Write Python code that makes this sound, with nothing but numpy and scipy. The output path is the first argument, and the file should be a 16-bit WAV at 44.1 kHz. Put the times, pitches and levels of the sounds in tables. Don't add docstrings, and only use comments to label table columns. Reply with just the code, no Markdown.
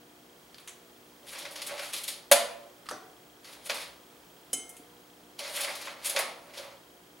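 import sys
import numpy as np
from scipy import signal
from scipy.fft import rfft, irfft
from scipy.io import wavfile
from scipy.ndimage import uniform_filter1d

SR = 44100
rng = np.random.default_rng(int(sys.argv[2]) if len(sys.argv) > 2 else 0)


def master_out(mix):
    frames = np.transpose(np.atleast_2d(mix))
    ceiling = np.clip(frames, -1, 1)
    pcm = np.round(ceiling * 32767).astype(np.int16)
    wavfile.write(sys.argv[1], SR, pcm)


def linear_from_db(decibels):
    return 10 ** (np.asarray(decibels, float) / 20)


N = 317513
T = np.arange(N) / SR

# pitch_hz, density_db (per Hz)
FOIL_COLOUR = [(1530, -27.5), (2600, -3.5), (2880, -3.5), (3120, 1), (4010, 0), (4390, 0.5), (7140, -9.5),
               (7500, -11), (9750, -23.5), (16500, -120)]
# pitch_hz, density_db (per Hz)
SIZZLE_COLOUR = [(3820, -49.5), (6500, -5.5), (7140, -7.5), (9190, 0), (10500, 0.5), (12900, -7),
                 (15300, -17), (16000, -15)]
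# pitch_hz, density_db (per Hz)
FLEX_COLOUR = [(530, -32.5), (900, -1.5), (1450, -6.5), (1580, -3.5), (1730, -6), (2040, -1), (2800, -10.5),
               (3640, -28), (6160, -120)]


def set_rms(x, db):
    return x * linear_from_db(db) / np.sqrt(np.mean(x ** 2))


def colour(x, points):
    hz, db = np.transpose(points)
    f = np.maximum(np.fft.rfftfreq(4096, 1 / SR), 1)
    cepstrum = irfft(np.interp(np.log(f), np.log(hz), db) * np.log(10) / 20)
    cepstrum[1:2048] *= 2
    cepstrum[2049:] = 0
    response = irfft(np.exp(rfft(cepstrum)))
    return signal.fftconvolve(x, response / np.linalg.norm(response))[:N]


def ring(x, modes, damp=1.0, tilt_db=0., longest_s=1.0):
    out = np.zeros(len(x))
    for k, (hz, db, t60) in enumerate(modes):
        decay = np.log(1000) / (damp * min(t60, longest_s) * SR)
        pole = np.exp(2j * np.pi * hz / SR - decay)
        gain = (-1) ** k * linear_from_db(db + tilt_db * np.log2(hz / 9000))
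        out += gain * signal.lfilter([1], [1, -pole], x).imag
    return out / sum(linear_from_db(m[1]) ** 2 for m in modes) ** .5


def walk(rate):
    hold = int(SR / rate)
    steps = np.repeat(rng.standard_normal(N // hold + 1), hold)
    return 1.67 * uniform_filter1d(uniform_filter1d(steps, hold), hold)[:N]


def bursts(events, rise_ms):
    env = np.zeros((4, N))
    t_ms = T[:SR // 4] * 1000
    for s, db, *re_db, ms in events:
        shape = (1 - np.exp(-(t_ms + 0.052) / rise_ms)) * np.exp(-t_ms / max(ms, .1))
        start = int(s * SR)
        env[:, start:start + len(t_ms)] += linear_from_db(db + np.array([0] + re_db))[:, None] * shape
    return env


def crackle(rate, spread_db):
    fires = rng.random(N) < rate / SR
    sizes = linear_from_db(spread_db * np.minimum(rng.exponential(size=N), 5))
    return set_rms(fires * rng.choice([-1, 1], N) * sizes, 0)


def camcorder():
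    # pitch_hz, density_db (per Hz)
    air_mid = [(12, -86), (20, -51.5), (48, -14), (91, -16.5), (172, -6), (210, -11), (301, -6.5),
               (328, -10.5), (357, -1.5), (388, -7.5), (698, -8.5), (2200, -18), (3160, -18.5),
               (12400, -23.5), (16000, -24)]
    air_side = [(12, -95), (20, -61), (127, -16), (270, -9), (301, -4), (337, -1), (1090, -1.5), (1260, -2),
                (3250, -6.5), (8410, -19), (16000, -64)]
    # pitch_hz, level_db (rms)
    hum = [(60, -81.5), (120, -78.5), (179, -76.5), (241, -72.5), (301, -68), (361, -71), (420, -74),
           (481, -70), (700, -74.5)]
    frame_hz, first_tick_s, whine_hz = 30 / 1.001, .0295, 15734.
    mid = set_rms(colour(rng.standard_normal(N), air_mid), -57.5) * linear_from_db(.5 * walk(3.04))
    side = set_rms(colour(rng.standard_normal(N), air_side), -63.5)
    for hz, db in hum + [(whine_hz, -70)]:
        wavering = 2 ** .5 * linear_from_db(db + 1.44 * walk(8.9))
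        mid += wavering * np.sin(2 * np.pi * hz * T + 0.41 * walk(2.7))
    at = np.arange(first_tick_s, T[-1], 1 / frame_hz)
    ticks = np.zeros(N)
    ticks[(at * SR).astype(int)] = linear_from_db(1.5 * (-1) ** np.arange(len(at)) + 1.2 * rng.standard_normal(len(at)))
    mid += linear_from_db(-56.5) * ring(ticks, [(3210, 5.5, 0.032), (3640, -6.5, 0.028)])
    return mid * linear_from_db(np.array([[-.15], [.15]])) + side * np.array([[1], [-1]])


def bowl():
    # start_s, peak_db, hardness_db (per octave), ring left by the grip (0-1)
    strikes = [
        (2.9105, -46, -2.5, 0.23),
        (4.5322, -23.5, 2, 0.58),
        (4.692, -44.5, 13, 0.2),
        (4.7661, -49, 1, 0.46),
    ]
    # pitch_hz, level_db, t60_s
    partials = [(720, 0, 1.86), (1335, -21, 2.4), (2132, -15.5, 1.3), (3043, -1.5, 0.2),
                (4032, -16.5, 0.26), (5120, -5.5, 0.1), (5830, -25.5, .25), (6100, -16, 0.32),
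                (6280, -5.5, 0.28), (6720, -2.5, 0.19), (7160, -5, .2), (7440, -8, 0.2), (7870, -2.5, 0.27),
                (8200, -5, 0.07), (8800, 0, 0.19), (8950, -2, 0.16), (9000, -22, .17), (9600, 0, 0.2),
                (10200, -8.5, 0.28), (10600, -22, .18), (10600, 3, 0.049), (11470, -25.5, 0.098),
                (11630, -30, .22), (12700, -11, .12), (12900, -32, .2)]
    food_lands_s, muffled_t60_s = 4.77, .12
    low_hz, _, low_t60 = partials[0]
    low, high = np.zeros((2, N))
    blow = signal.unit_impulse(SR // 2)
    twins = [(hz * (1 + 0.002 * (hz > 4500)), db + 2.5, 0.55 * t60) for hz, db, t60 in partials[1:]]
    t = T[:SR]
    for s, db, hard_db, grip in strikes:
        i = int(s * SR)
        low[i:i + SR] += linear_from_db(db - 21 - 4.6 * hard_db - 60 * t / low_t60) * np.sin(2 * np.pi * low_hz * t)
        bright = ring(blow, partials[1:] + twins, damp=grip ** 2 * 4, tilt_db=hard_db)
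        high[i:i + SR // 2] += linear_from_db(db) * bright
    return low + high * linear_from_db(-60 * np.clip(T - food_lands_s, 0, 1) / muffled_t60_s)


def tongs():
    # start_s, peak_db, top_db (re peak), chatter_ms, pitch_hz
    clicks = [(0.5443, -34, -12, 3.3, 4430), (0.5827, -34.5, -9, 4.8, 3740), (.598, -46, -1, 12, 2500),
              (.6755, -31.5, -0.5, 5, 3100), (.681, -28.5, -9, 7.7, 6300), (0.693, -31.5, -7, 6, 7800),
              (.707, -48, -1, 6, 6000), (2.858, -45, -5, 8, 4100), (2.866, -36, -10, 4.4, 2800),
              (2.8881, -26.5, -7, 5.2, 4510), (2.894, -27, -6, 3.2, 5000), (2.906, -40, 9, 1.4, 4830),
              (2.9112, -27, -6.5, 5, 5630), (2.927, -39, -11, 15, 5500), (4.5306, -24, 5, 8, 5240),
              (4.6925, -48.5, 17, 9.9, 6000), (4.7665, -47.5, 5.5, 18, 3117)]
    # start_s, peak_db, pitch_hz, t60_s
    knocks = [(.676, -50, 1760, .04), (2.858, -49, 1270, 0.061), (2.888, -25, 1230, 0.019),
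              (2.888, -27.5, 1740, 0.012), (2.888, -41.5, 8200, .025), (2.911, -33, 504, 0.056),
              (2.911, -27.5, 905, 0.019), (2.911, -27.5, 1300, 0.021), (2.925, -52, 6100, .2),
              (2.911, -46, 8200, .025), (2.918, -36, 1760, 0.022), (2.918, -36, 602, 0.095),
              (2.92, -49, 258, 0.24), (2.93, -55, 111, 0.14), (4.532, -45.5, 267, 0.36),
              (4.532, -29.5, 513, 0.026), (4.797, -42.5, 276, 0.052)]
    out, t = np.zeros(N), T[:SR // 4]
    contact = 1 - np.exp(-(t + .0001) / 0.00075)
    for s, db, top_db, ms, hz in clicks:
        chatter = rng.standard_normal(len(t)) * np.exp(-1000 * t / max(ms, .1)) * contact
        chatter[SR // 3000] = 4.5
        body = colour(chatter, FLEX_COLOUR[:-3] + FOIL_COLOUR[2:])[:len(t)]
        crack = 0.33 * ring(chatter, [(hz, 0, .0025)]) + linear_from_db(-8) * body
        top = linear_from_db(top_db) * colour(chatter, SIZZLE_COLOUR)[:len(t)]
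        out[int(s * SR):][:len(t)] += linear_from_db(db - 8.5) * (crack + top)
    for s, db, hz, t60 in knocks:
        swing = 1 - np.exp(-t * hz * 2)
        out[int(s * SR):][:len(t)] += linear_from_db(db - 60 * t / t60) * swing * np.sin(2 * np.pi * hz * t)
    return out


def foil():
    # time_s, effort_db, tray_weight_db
    drags = [
        [(1.22, -79, 3), (1.292, -44.5, -9.5), (1.4, -45, 0), (1.48, -52, -4), (1.68, -44, -3), (1.73, -49, 3),
         (1.806, -38.5, -9.5), (1.92, -48, -9)],
        [(1.92, -41.5, -12.5), (2.07, -53, -6), (2.08, -38, -16), (2.2, -54, 1)],
        [(3.4, -87, 3), (3.456, -50.5, -20), (3.484, -51, -2), (3.604, -64, 3), (3.682, -43, -17)],
        [(3.69, -25.5, -6.5), (3.738, -50.5, 7), (3.818, -40, -17), (3.95, -80, 19)],
        [(5.36, -87, -3), (5.392, -46.5, -1.5), (5.62, -33, -9), (5.682, -42, 0), (5.812, -51.5, -4),
         (5.87, -46.5, -2.5), (5.995, -63, 8)],
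        [(5.985, -56, 5), (6.03, -49.5, -8), (6.06, -28.5, -18), (6.156, -45.5, 4), (6.164, -30, -6),
         (6.19, -39.5, 5.5), (6.36, -62.5, 7.5)],
        [(6.35, -63, 6), (6.525, -58.5, 0.5), (6.538, -52.5, -1), (6.59, -49, -0.5), (6.8, -74.5, 11)],
    ]
    # start_s, peak_db, crispness_db
    creases_snapping = [(1.2655, -44, -7), (1.3287, -37, -6), (1.383, -38, 4), (1.45, -28.5, -17.5),
                        (1.617, -22.5, -4), (1.665, -31.5, 4.5), (1.5074, -45, 5), (1.8275, -35, -18),
                        (1.9318, -22.5, -3), (1.963, -29.5, -1.5), (1.9774, -30, -3), (2.035, -23.5, 0),
                        (2.079, -20, -2), (3.4434, -40, -12.5), (3.526, -41, -3), (5.389, -26.5, -4),
                        (5.446, -41, -19), (5.559, -28, 1), (5.6056, -25.5, 4.5), (5.6436, -23, -12),
                        (5.675, -36.5, -24.5), (5.751, -33, 0.5), (5.812, -35, -3), (5.869, -33.5, -25),
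                        (6.045, -36, 5.5), (6.095, -23, 5.5), (6.536, -41, -14), (6.573, -33.5, -6),
                        (6.6244, -42, -14), (6.703, -51, -17)]
    # start_s, peak_db, sizzle_db, boom_db (both re peak), burst_ms
    jolts = [
        (1.5564, -27.5, -7, -11.5, 10.5),
        (1.715, -40, -6, 8, 13),
        (1.792, -29.5, -10, -2.5, 12),
        (2.3131, -9, 5, 8, 11.8),
        (2.3203, -4, -3.5, -21, 7.3),
        (3.6594, -35.5, -8, -8, 20),
        (3.695, -19.5, -21, -2, 11.7),
        (3.7424, -36.5, 7, -10, 16),
        (6.1623, -16, -24, -9.5, 12),
        (6.189, -24.5, 7, 2, 10.6),
    ]
    # rest_db, slope (dB per dB of weight)
    drag_mix = [(-5.5, -0.21), (3.5, 1.17), (-2.5, 0.3)]
    # rest_db, slope (dB per dB of crispness)
    snap_mix = [(1.1, 1.1), (-19, -0.8), (-14.5, -1)]
    # pitch_hz, level_db, t60_s
    tray_modes = [(239.7, -22.5, 0.37), (484, -19, .45), (575.2, 1.5, 0.29), (690, -2.5, 0.25),
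                  (788, -17, 0.31), (961.4, -13.5, 0.41), (1162, -16, 0.25), (1303, -20, .2)]
    # pitch_hz, density_db (per Hz)
    boom_colour = [(120, -38), (200, -17.5), (237, -21.5), (271, -22), (352, -15), (438, -11.5), (588, 5),
                   (733, -1.5), (951, -0.5), (1500, -13), (1950, -34.5), (3300, -120)]

    snaps = []
    for s, db, crisp in creases_snapping:
        layers = [rest + slope * crisp for rest, slope in snap_mix]
        snaps.append((s, db, *layers, 10.8 - 0.47 * (db + 30.5)))
    pop_bursts = [(s, db, top, low, -1 + .3 * low, ms) for s, db, top, low, ms in jolts]
    env = linear_from_db(-10.0) * bursts(snaps, rise_ms=2.85) + linear_from_db(-11.5) * bursts(pop_bursts, rise_ms=1.56)

    uneven = 1.56 * walk(60) + 2.13 * np.array([walk(35) for layer in range(4)])
    for drag in drags:
        s, db, weight = np.transpose(drag)
        on = slice(int(s[0] * SR), int(s[-1] * SR))
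        fade = np.clip(np.minimum(T[on] - s[0], s[-1] - T[on]) / 0.0097, 0, 1)
        layers = [db] + [db + rest + slope * weight for rest, slope in drag_mix]
        curves = np.array([np.interp(T[on], s, c) for c in layers])
        env[:, on] += fade * linear_from_db(-5.0 + curves + uneven[:, on])

    creases, pops = crackle(6000, spread_db=2.5), np.zeros(N)
    for s, db, top, low, ms in jolts:
        creases[int((s + .0015) * SR)] = linear_from_db(14.5)
        pops[int(s * SR)] = linear_from_db(db + low - 13.5)
    small = 0.67 * creases + 1.09 * crackle(10000, spread_db=-1.0)
    hiss = colour(env[0] * creases, FOIL_COLOUR)
    hiss += colour(env[1] * small, SIZZLE_COLOUR)
    hiss += colour(env[3] * creases, FLEX_COLOUR)
    boom = ring(pops + linear_from_db(-35) * env[2] * creases, tray_modes, damp=0.91)
    boom += linear_from_db(-1.5) * colour(env[2] * creases, boom_colour)
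    return hiss, boom


def room(x, ringing, wet_db, side_db):
    # pitch_hz, t60_s
    room_decay = [(150, 0.74), (600, 0.67), (2000, 0.49), (6000, 0.42), (14000, 0.21)]
    t, tails = T[:SR * 2 // 3], 0
    hz, t60 = np.transpose(room_decay)
    for f in 250 * 2. ** np.arange(7):
        edges = [f / 2 ** .5, min(f * 2 ** .5, 20000)]
        band = signal.butter(2, edges, "bandpass", fs=SR, output="sos")
        decay = linear_from_db(-60 * t / np.interp(np.log(f), np.log(hz), t60))
        tails += signal.sosfilt(band, rng.standard_normal((4, len(t)))) * decay
    tails *= 1 - np.exp(-(t / 0.00079) ** 2)
    tails /= np.linalg.norm(tails, axis=1, keepdims=True)
    place = 2 * np.pi * 170 * T + 2 * walk(30)
    spots = x * np.array([np.cos(place), np.sin(place)]) + ringing / 2 ** .5
    echo = signal.oaconvolve(np.tile(spots, (2, 1)), tails, axes=1)[:, :N]
    side = colour(echo[2] + echo[3], [(100, -7), (300, -4), (700, 6.5), (2000, 7.0), (5000, 6.5),
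                                      (9000, 1.0), (14000, -7.0)])
    return linear_from_db(wet_db) * (echo[0] + echo[1]) + linear_from_db(side_db) * side * np.array([[1], [-1]])


def scene():
    no_bass = signal.butter(4, 190, "high", fs=SR, output="sos")
    hiss, boom = signal.sosfilt(no_bass, foil())
    steel, dish = tongs(), bowl()
    pan = np.array([[.5], [-.5]])
    direct = hiss * linear_from_db(1.0 * pan) + boom * linear_from_db(-3. * pan)
    direct = direct + steel * linear_from_db(-.4 * pan) + dish * linear_from_db(0.39 * pan)
    echo = room(hiss + steel, 0.7 * boom + 0.52 * dish, wet_db=-5.0, side_db=-17.5)
    return direct + echo + camcorder()


def band_limit(x):
    return signal.sosfilt(signal.butter(12, 17000, fs=SR, output="sos"), x)


def record(dry):
    edge = signal.ellip(8, .2, 50, 15950, fs=SR, output="sos")
    mix = np.clip(signal.sosfilt(edge, dry), -1, 1)
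    return band_limit(mix)


dry = scene()
out = record(dry)
master_out(out)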